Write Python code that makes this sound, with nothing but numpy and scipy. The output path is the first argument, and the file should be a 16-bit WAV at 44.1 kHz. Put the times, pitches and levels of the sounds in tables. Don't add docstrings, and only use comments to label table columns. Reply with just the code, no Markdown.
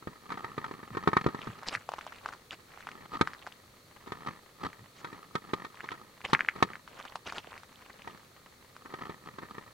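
import sys
import numpy as np
from scipy import signal
from scipy.fft import rfft, irfft
from scipy.io import wavfile
from scipy.ndimage import uniform_filter1d

SR = 44100
rng = np.random.default_rng(int(sys.argv[2]) if len(sys.argv) > 2 else 0)


def wrap_up_sound(samples):
    columns = np.atleast_2d(samples).T
    tamed = np.clip(columns, -1, 1)
    steps = np.round(tamed * 32767).astype(np.int16)
    wavfile.write(sys.argv[1], SR, steps)


N = 429093


def amp(db):
    return 10 ** (np.asarray(db) / 20)


def evened(x):
    return x / np.sqrt(np.mean(x ** 2) + 1e-20)


def burst(x, size):
    energy = np.mean(np.sum(x ** 2, -1))
    return x * np.sqrt(size / (energy + 1e-20))


def read(points, hz):
    f, value = np.transpose(points)
    return np.interp(np.log(hz + 1), np.log(f + 1), value)


def add(mix, s, sound):
    part = mix[:, max(round(s * SR), 0):][:, :sound.shape[-1]]
    part += sound[..., :part.shape[-1]]


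def convolve(x, taps):
    return signal.oaconvolve(np.atleast_2d(x), np.atleast_2d(taps), axes=1)[:, :x.shape[-1]]


def colour(x, spectrum, size=2048):
    hz = abs(np.fft.fftfreq(size, 1 / SR))
    log_gain = np.log(amp(read(spectrum, hz)))
    response = np.exp(signal.hilbert(log_gain).conj())
    return convolve(x, np.fft.ifft(response).real[:size // 2])


def pair(x, same):
    same = np.clip(same, -1, 1)
    mid, side = x[0] * np.sqrt(1 + same), x[1] * np.sqrt(1 - same)
    return np.array([mid + side, mid - side]) / np.sqrt(2)


def lead(x, radians):
    return np.array([(x * np.exp(side * .5j * radians)).real for side in (1, -1)])


def grains(count, per_s, spread_db):
    happens = rng.random(count)
    size = amp(abs(spread_db) * np.minimum(rng.exponential(1, count), 3)) * (happens < per_s / SR)
    return size * rng.standard_normal((2, count))


def strokes(rows):
    gain = np.zeros((1, N))
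    for s, length, db in rows:
        swell = signal.windows.tukey(round(max(length, .01) * SR), .7)
        add(gain, s, amp(db) * swell)
    return gain


# (frequency [Hz], relative level [dB per Hz])
AIR_COLOUR = [(25, -13.5), (105, 0.5), (300, -6.5), (500, -3.5), (700, -11), (1000, -12.5), (1260, -9.5),
              (1500, -11.5), (2200, -12), (2900, -17), (4450, -10), (4800, -18), (6300, -17.5),
              (8500, -20.5), (15500, -24.5)]
# (frequency [Hz], likeness [0 to 1])
AIR_LIKENESS = [(100, 1), (300, 0.96), (500, 0.69), (800, 0.36), (3000, 0.11), (4400, 0.54), (5200, 0.21),
                (14000, .8)]


def air(level_db=-59):
    hz = np.fft.rfftfreq(N, 1 / SR)
    noise = pair(rfft(rng.standard_normal((2, N))), read(AIR_LIKENESS, hz))
    return amp(level_db) * evened(irfft(noise * amp(read(AIR_COLOUR, hz)), N))


# (frequency [Hz], relative level [dB per Hz])
GRAVEL_COLOUR = [(120, -17), (300, -11.5), (600, -8.5), (1200, -6), (2000, -14), (3000, -14.5), (4300, -34),
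                 (6600, -32), (12000, -55)]


def settling(level_db=-65, scatter_t60=0.033):
    t = np.arange(2000) / SR
    rattle = (t == 0) + 0.14 * rng.standard_normal(len(t)) * amp(-60 * t / scatter_t60)
    shifts = colour(pair(grains(N, per_s=39, spread_db=1.5), 0.62), GRAVEL_COLOUR)
    return amp(level_db) * evened(convolve(shifts, rattle))


SLIDE_LEAD_S, SLIDE_S, SLIDE_DB, SLIDE_GROWTH = 0.1, 0.29, -58, 0.32
USUAL_KNOCK_DB = -38


def slides():
    return [(s - SLIDE_LEAD_S, SLIDE_S, SLIDE_DB + SLIDE_GROWTH * (db - USUAL_KNOCK_DB))
            for s, db, _ in KNOCKS]


BASS_LEAD = -1.0
# (time [s], length [s], relative level [dB])
RUBS = [(2.82, 0.3, -53), (3.11, 0.08, -39.5), (4.17, 0.2, -54), (4.255, 0.074, -42.5), (4.605, 0.086, -37),
        (8.035, 0.054, -48.5), (8.91, .29, -47.5), (9.23, 0.093, -50.5)]
# (frequency [Hz], relative level [dB per Hz])
RUB_COLOUR = [(50, -11), (130, 1.5), (400, -3), (680, -9.5), (900, -2), (1050, -4.5), (1260, 2),
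              (1470, -12), (1840, -5), (2300, -14), (2800, -21), (4300, -17.5), (4800, -27), (9000, -41),
              (13000, -48)]


def grip(rub_db=1, hold_db=-66, loose=0.16, smear_t60=0.025):
    t = np.arange(1500) / SR
    smears = rng.standard_normal((4, len(t))) * amp(-60 * t / smear_t60)
    jerks = sum(convolve(grains(N, per_s=130, spread_db=4.0), smear) for smear in smears)
    slips = colour(jerks, RUB_COLOUR)
    whole_shell = lead(signal.hilbert(slips[0]), BASS_LEAD)
    rub = whole_shell + loose * slips[1] * np.array([[1], [-1]])
    movement = np.maximum(strokes(RUBS), strokes(slides()))
    return (amp(rub_db) * movement + amp(hold_db)) * evened(rub)


# (time [s], level [dB])
BUMPS = [(.068, -44.5), (0.907, -43.5), (1.467, -36.5), (1.755, -49.5), (4.646, -44), (4.8, -51),
         (6.626, -46)]
# (frequency [Hz], relative level [dB per Hz])
BUMP_COLOUR = [(20, -12), (60, -6), (110, 8.5), (220, 2), (330, -22), (700, -31), (2000, -67)]


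def bumps(t60=0.11, rise_s=0.0037):
    out, t = np.zeros((2, N)), np.arange(12000) / SR
    envelope = (1 - np.exp(-t / rise_s)) * amp(-60 * t / t60)
    for s, db in BUMPS:
        shudder = pair(rng.standard_normal((2, len(t))), 0.99) * envelope
        add(out, s, amp(db) * burst(colour(shudder, BUMP_COLOUR), size=882))
    return out


def taps(within_s=.06, tap_db=-54, spread_db=2, thud_db=-3):
    chance = rng.uniform(-1, 1, (len(KNOCKS), 2))
    return [(s + within_s * when, tap_db + spread_db * size, thud_db)
            for (s, _, _), (when, size) in zip(KNOCKS, chance)]


# (time [s], ring level [dB], thud level above the ring [dB])
KNOCKS = [(.072, -43.5, 5.5), (.303, -39.5, -22), (.319, -35.5, -9), (0.375, -43.5, -15), (.444, -37, -8.5),
          (.579, -36.5, 0), (0.642, -36, -22), (.711, -44, 2), (.83, -48, -2), (.949, -42, -0.5),
          (.97, -34, -0.5), (1.074, -24, 0), (1.086, -36, 2), (1.131, -29, -5.5), (1.167, -21.5, -6),
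          (1.263, -30.5, 6.5), (1.286, -41.5, 0.5), (1.346, -39, 0.5), (1.471, -41, 0.5), (3.142, -43, -5),
          (3.211, -23.5, -0.5), (4.074, -51, 1.5), (4.12, -39, -1.5), (4.262, -44, -4),
          (4.648, -40.5, -0.5), (5.045, -39.5, -5.5), (5.128, -48.5, 1.5), (5.353, -32, -2),
          (5.534, -32, 1.5), (5.647, -41.5, -7), (5.841, -45, -4.5), (5.917, -40, -6.5), (6.331, -22, -4.5),
          (6.56, -46.5, 1.5), (6.625, -21, -4.5), (8.074, -41.5, -8), (8.857, -49.5, -3), (8.939, -41, -3),
          (9.095, -44, 3.5), (9.385, -43.5, -3.5), (9.432, -49.5, 0), (9.581, -44, 0)]
# (frequency [Hz], relative level [dB], time to fall 60 dB [s], lead of the left microphone [radians])
SHELL = [(778, -4.5, 0.019, -1.9), (922, -5.5, 0.037, -1), (1087, 0.5, 0.022, -1.4),
         (1240, -4, 0.039, -0.083), (1330, -12, 0.068, -1.96), (1541, -10.5, 0.033, -1.3),
         (1800, -8.5, 0.036, 1.22), (1883, -11, 0.039, 0.99), (2300, -21, 0.036, -1.7)]
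# (frequency [Hz], relative level [dB per Hz])
THUD_COLOUR = [(40, -29), (70, -5), (100, -2), (150, 2), (260, -0.5), (410, 2.5), (520, -6), (750, -15.5),
               (2000, -64)]
# (frequency [Hz], relative level [dB per Hz])
RATTLE_COLOUR = [(1200, -29), (2200, 7.5), (2800, -5.5), (3500, 1), (4300, -3), (4700, -8), (6000, -13),
                 (10000, -23), (15000, -54)]
# (time [s], relative level [dB])
LOOSENESS = [(0, -11.5), (1.1, -14.5), (3.1, -8), (6.6, -7.5), (8.1, -11), (9.6, -11)]


def knocks(vary_db=3, chatter_db=-10, chatter_t60=0.056, rattle_t60=0.038, thud_t60=0.079,
           shake=0.41, rise_s=0.0018, rattle_gain_db=-1):
    out, t = np.zeros((2, N)), np.arange(4400) / SR
    hz, db, t60, phase = np.transpose(SHELL)[:, :, None]
    rise = 1 - np.exp(-t / rise_s)
    for s, ring_db, weight_db in KNOCKS + taps():
        thud_db = ring_db + weight_db
        rattle_db = ring_db + np.interp(s, *np.transpose(LOOSENESS)) + rattle_gain_db

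        size, detune, start = rng.standard_normal((3, len(SHELL), 1))
        turns = 2 * np.pi * hz * (1 + 0.017 * detune) * t + np.pi * start
        modes = amp(db + vary_db * size - 60 * t / t60) * np.exp(1j * turns)
        ring = burst(lead(modes, phase).sum(1) * rise, size=882)
        chatter = grains(len(t), per_s=1400, spread_db=8.5)[0] * amp(-60 * t / chatter_t60)
        ring = ring + amp(chatter_db) * burst(convolve(ring, chatter), size=882)
        add(out, s, amp(ring_db) * burst(ring, size=882))

        contacts = pair(grains(len(t), per_s=9000, spread_db=3), 0.31)
        rattle = colour(contacts * rise * amp(-60 * t / rattle_t60), RATTLE_COLOUR)
        add(out, s, amp(rattle_db) * burst(rattle, size=882))

        shaking = burst(rng.standard_normal(len(t)) * amp(-60 * t / thud_t60), size=1)
        push = (t == 0) + shake * shaking
        padded = np.pad(colour(push, THUD_COLOUR)[0], SR // 100)
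        thud = lead(signal.hilbert(padded), BASS_LEAD)
        add(out, s - 1 / 100, -amp(thud_db) * burst(thud, size=882))
    return out


def jolt(hz, t60_at_1khz=0.0015, size=600):
    t = np.arange(size) / SR
    envelope = (hz * t) ** 4 * amp(-60 * t / t60_at_1khz * np.sqrt(hz / 1e3))
    motion = envelope * np.sin(2 * np.pi * (hz * t + rng.random()))
    return burst(np.gradient(motion), size=220)


def pebbles(per_s, spread_db, middle_hz=1250, octaves=0.77, count=12):
    pitches = middle_hz * 2 ** (octaves * np.linspace(-2, 2, count))
    shares = signal.windows.gaussian(count, count / 4)
    shares = shares / shares.sum()
    total = np.zeros((2, N))
    for hz, share in zip(pitches, shares):
        contacts = pair(grains(N, per_s * share, spread_db), 0.77)
        total += convolve(contacts, jolt(hz, t60_at_1khz=.0012))
    return evened(total)


# (time [s], relative level [dB])
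ROLLS = [(1.301, -50), (1.55, -50), (1.879, -51), (2.1, -50), (2.63, -53.5), (3.25, -55), (5.69, -55.5),
         (6.201, -55), (6.449, -58), (6.841, -50.5), (7.36, -52), (7.7, -56.5), (7.98, -57.5)]
ROLL_S = .33
# (frequency [Hz], relative level [dB per Hz])
SAND_COLOUR = [(1500, 8), (3000, 9), (5000, 4.5), (7000, -1), (10500, -11.5), (12000, -23), (16000, -44)]


def crunch(pebble_db=-3, rustle_db=-6, sand_db=-12):
    sand = evened(colour(pair(grains(N, per_s=520, spread_db=2.5), 0.85), SAND_COLOUR))
    rustle = evened(colour(pair(grains(N, per_s=2000, spread_db=4.5), 0.38), GRAVEL_COLOUR))
    ticks = pebbles(per_s=200, spread_db=4.0)
    bed = amp(pebble_db) * ticks + amp(rustle_db) * rustle + amp(sand_db) * sand
    return strokes([(s, ROLL_S, db) for s, db in ROLLS]) * bed


def clumped(x, patchy_db, frame_count=5, bin_count=8):
    z = signal.stft(x, nperseg=256)[2]
    patches = uniform_filter1d(rng.standard_normal(z.shape[1:]), bin_count, 0)
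    patches = uniform_filter1d(patches, frame_count, 1)
    gain = evened(amp(patchy_db * evened(patches)))
    return signal.istft(z * gain, nperseg=256)[1][:, :N]


def strays(above_db=2, spread_db=5.5, middle_hz=1500, octaves=0.9, count=2):
    chance = rng.uniform(-1, 1, (len(ROLLS), count, 3))
    return [(s + ROLL_S * (1 + when) / 2, db + above_db + spread_db * size,
             middle_hz * 2 ** (octaves * pitch))
            for (s, db), tipped in zip(ROLLS, chance) for when, size, pitch in tipped]


# (time [s], relative level [dB],
# pitch [Hz])
STONES = [(1.417, -43.5, 2780), (1.6856, -31.5, 4500), (1.7511, -26.5, 1760), (1.89, -30.5, 760),
          (1.9183, -38, 860), (1.9372, -32.5, 830), (1.9885, -39.5, 1030), (2.066, -39, 765),
          (2.2594, -30.5, 1100), (2.2884, -39.5, 1200), (2.327, -43, 1220), (2.5085, -39, 2850),
          (2.87, -37, 1040), (2.889, -40, 1400), (3.2739, -29, 1330), (3.334, -42, 1430),
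          (3.4662, -40.5, 1340), (3.472, -38.5, 790), (4.7305, -47.5, 1770), (5.806, -38.5, 1570),
          (5.889, -34, 1660), (6.251, -31, 2300), (6.349, -19.5, 1800), (6.3923, -30.5, 1480),
          (6.4071, -22.5, 1750), (6.448, -37.5, 1550), (6.4869, -19.5, 1770), (6.734, -41, 1790),
          (6.755, -39, 1570), (7.1562, -32, 860), (7.3233, -35.5, 1080), (7.3825, -35, 3000),
          (8.02, -48.5, 2480), (8.765, -45.5, 1160)]
# (time [s], relative level [dB])
GRIT = [(2, -12.5), (3.4, -13), (5.8, -18), (6.7, -18), (7.1, -8), (8, -14)]
USUAL_CLACK_DB, EDGE_LOSS = -32.5, 0.49


def stones(edge_db=-1, edge_t60=0.027, scatter_db=-13, scatter_t60=0.081, graze_db=-21):
    out, t = np.zeros((2, N)), np.arange(3000) / SR
    for s, db, hz in STONES + strays():
        sharp_db = np.interp(s, *np.transpose(GRIT)) - EDGE_LOSS * (db - USUAL_CLACK_DB)
        hiss = pair(rng.standard_normal((2, len(t))), 0.78)
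        tick = colour(hiss * amp(-60 * t / edge_t60), SAND_COLOUR)
        clack = jolt(hz, size=len(t)) + amp(sharp_db + edge_db) * burst(tick, size=220)

        echoes = pair(grains(len(t), per_s=4000, spread_db=3.5), 0.79)
        bed = echoes * amp(-60 * t / scatter_t60) * (t > .001)
        scattered = burst(convolve(clack, bed), size=220)
        add(out, s, amp(db) * (clack + amp(scatter_db) * scattered))

        graze = colour(pair(rng.standard_normal((2, 220)), 0.92), GRAVEL_COLOUR)
        add(out, s - .004, amp(db + graze_db) * evened(graze))
    return out * amp(0) * np.array([[1], [-1]]) * 0 + out * amp([[.4], [-.4]])


# (time [s], length [s], relative level [dB], sandy hiss beside the grit [dB])
SCRAPES = [(1.658, 0.044, -58, 17.5), (1.70, 0.077, -42, -3.5), (1.981, 0.015, -47.5, -12),
           (2.263, 0.055, -53, -12), (2.502, 0.057, -46.5, -11), (4.94, 0.1, -67, 8.5),
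           (6.237, .03, -35, -29), (6.261, 0.076, -50.5, -6), (6.981, 0.029, -47.5, -10),
           (7.242, 0.083, -46, -4), (7.311, 0.11, -49, -3), (7.892, 0.017, -52, -13)]


def scrapes(chips_db=-3, grit_db=-2):
    chips = pebbles(per_s=600, spread_db=2.5, middle_hz=2000, octaves=.7)
    out = amp(chips_db) * strokes([row[:-1] for row in SCRAPES]) * chips
    for s, length, db, sand_db in SCRAPES:
        count = round(max(length, .01) * SR)
        slips = pair(grains(count, per_s=4000, spread_db=2.5), 0.94)
        slips = slips * signal.windows.tukey(count, .85)
        grit = evened(colour(slips, GRAVEL_COLOUR))
        sand = evened(colour(slips, SAND_COLOUR))
        add(out, s, amp(db + grit_db) * (grit + amp(sand_db) * sand))
    return out


def scene():
    hands = grip() + bumps() + knocks()
    feet = clumped(crunch() + scrapes(), patchy_db=4) + stones()
    return air() + settling() + hands + feet


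EDGE_HZ = 15900


def record(dry):
    taps = signal.firwin(511, EDGE_HZ, window=("kaiser", 9), fs=SR)
    return signal.oaconvolve(dry, taps[None], "same")


dry = scene()
out = record(dry)
wrap_up_sound(out)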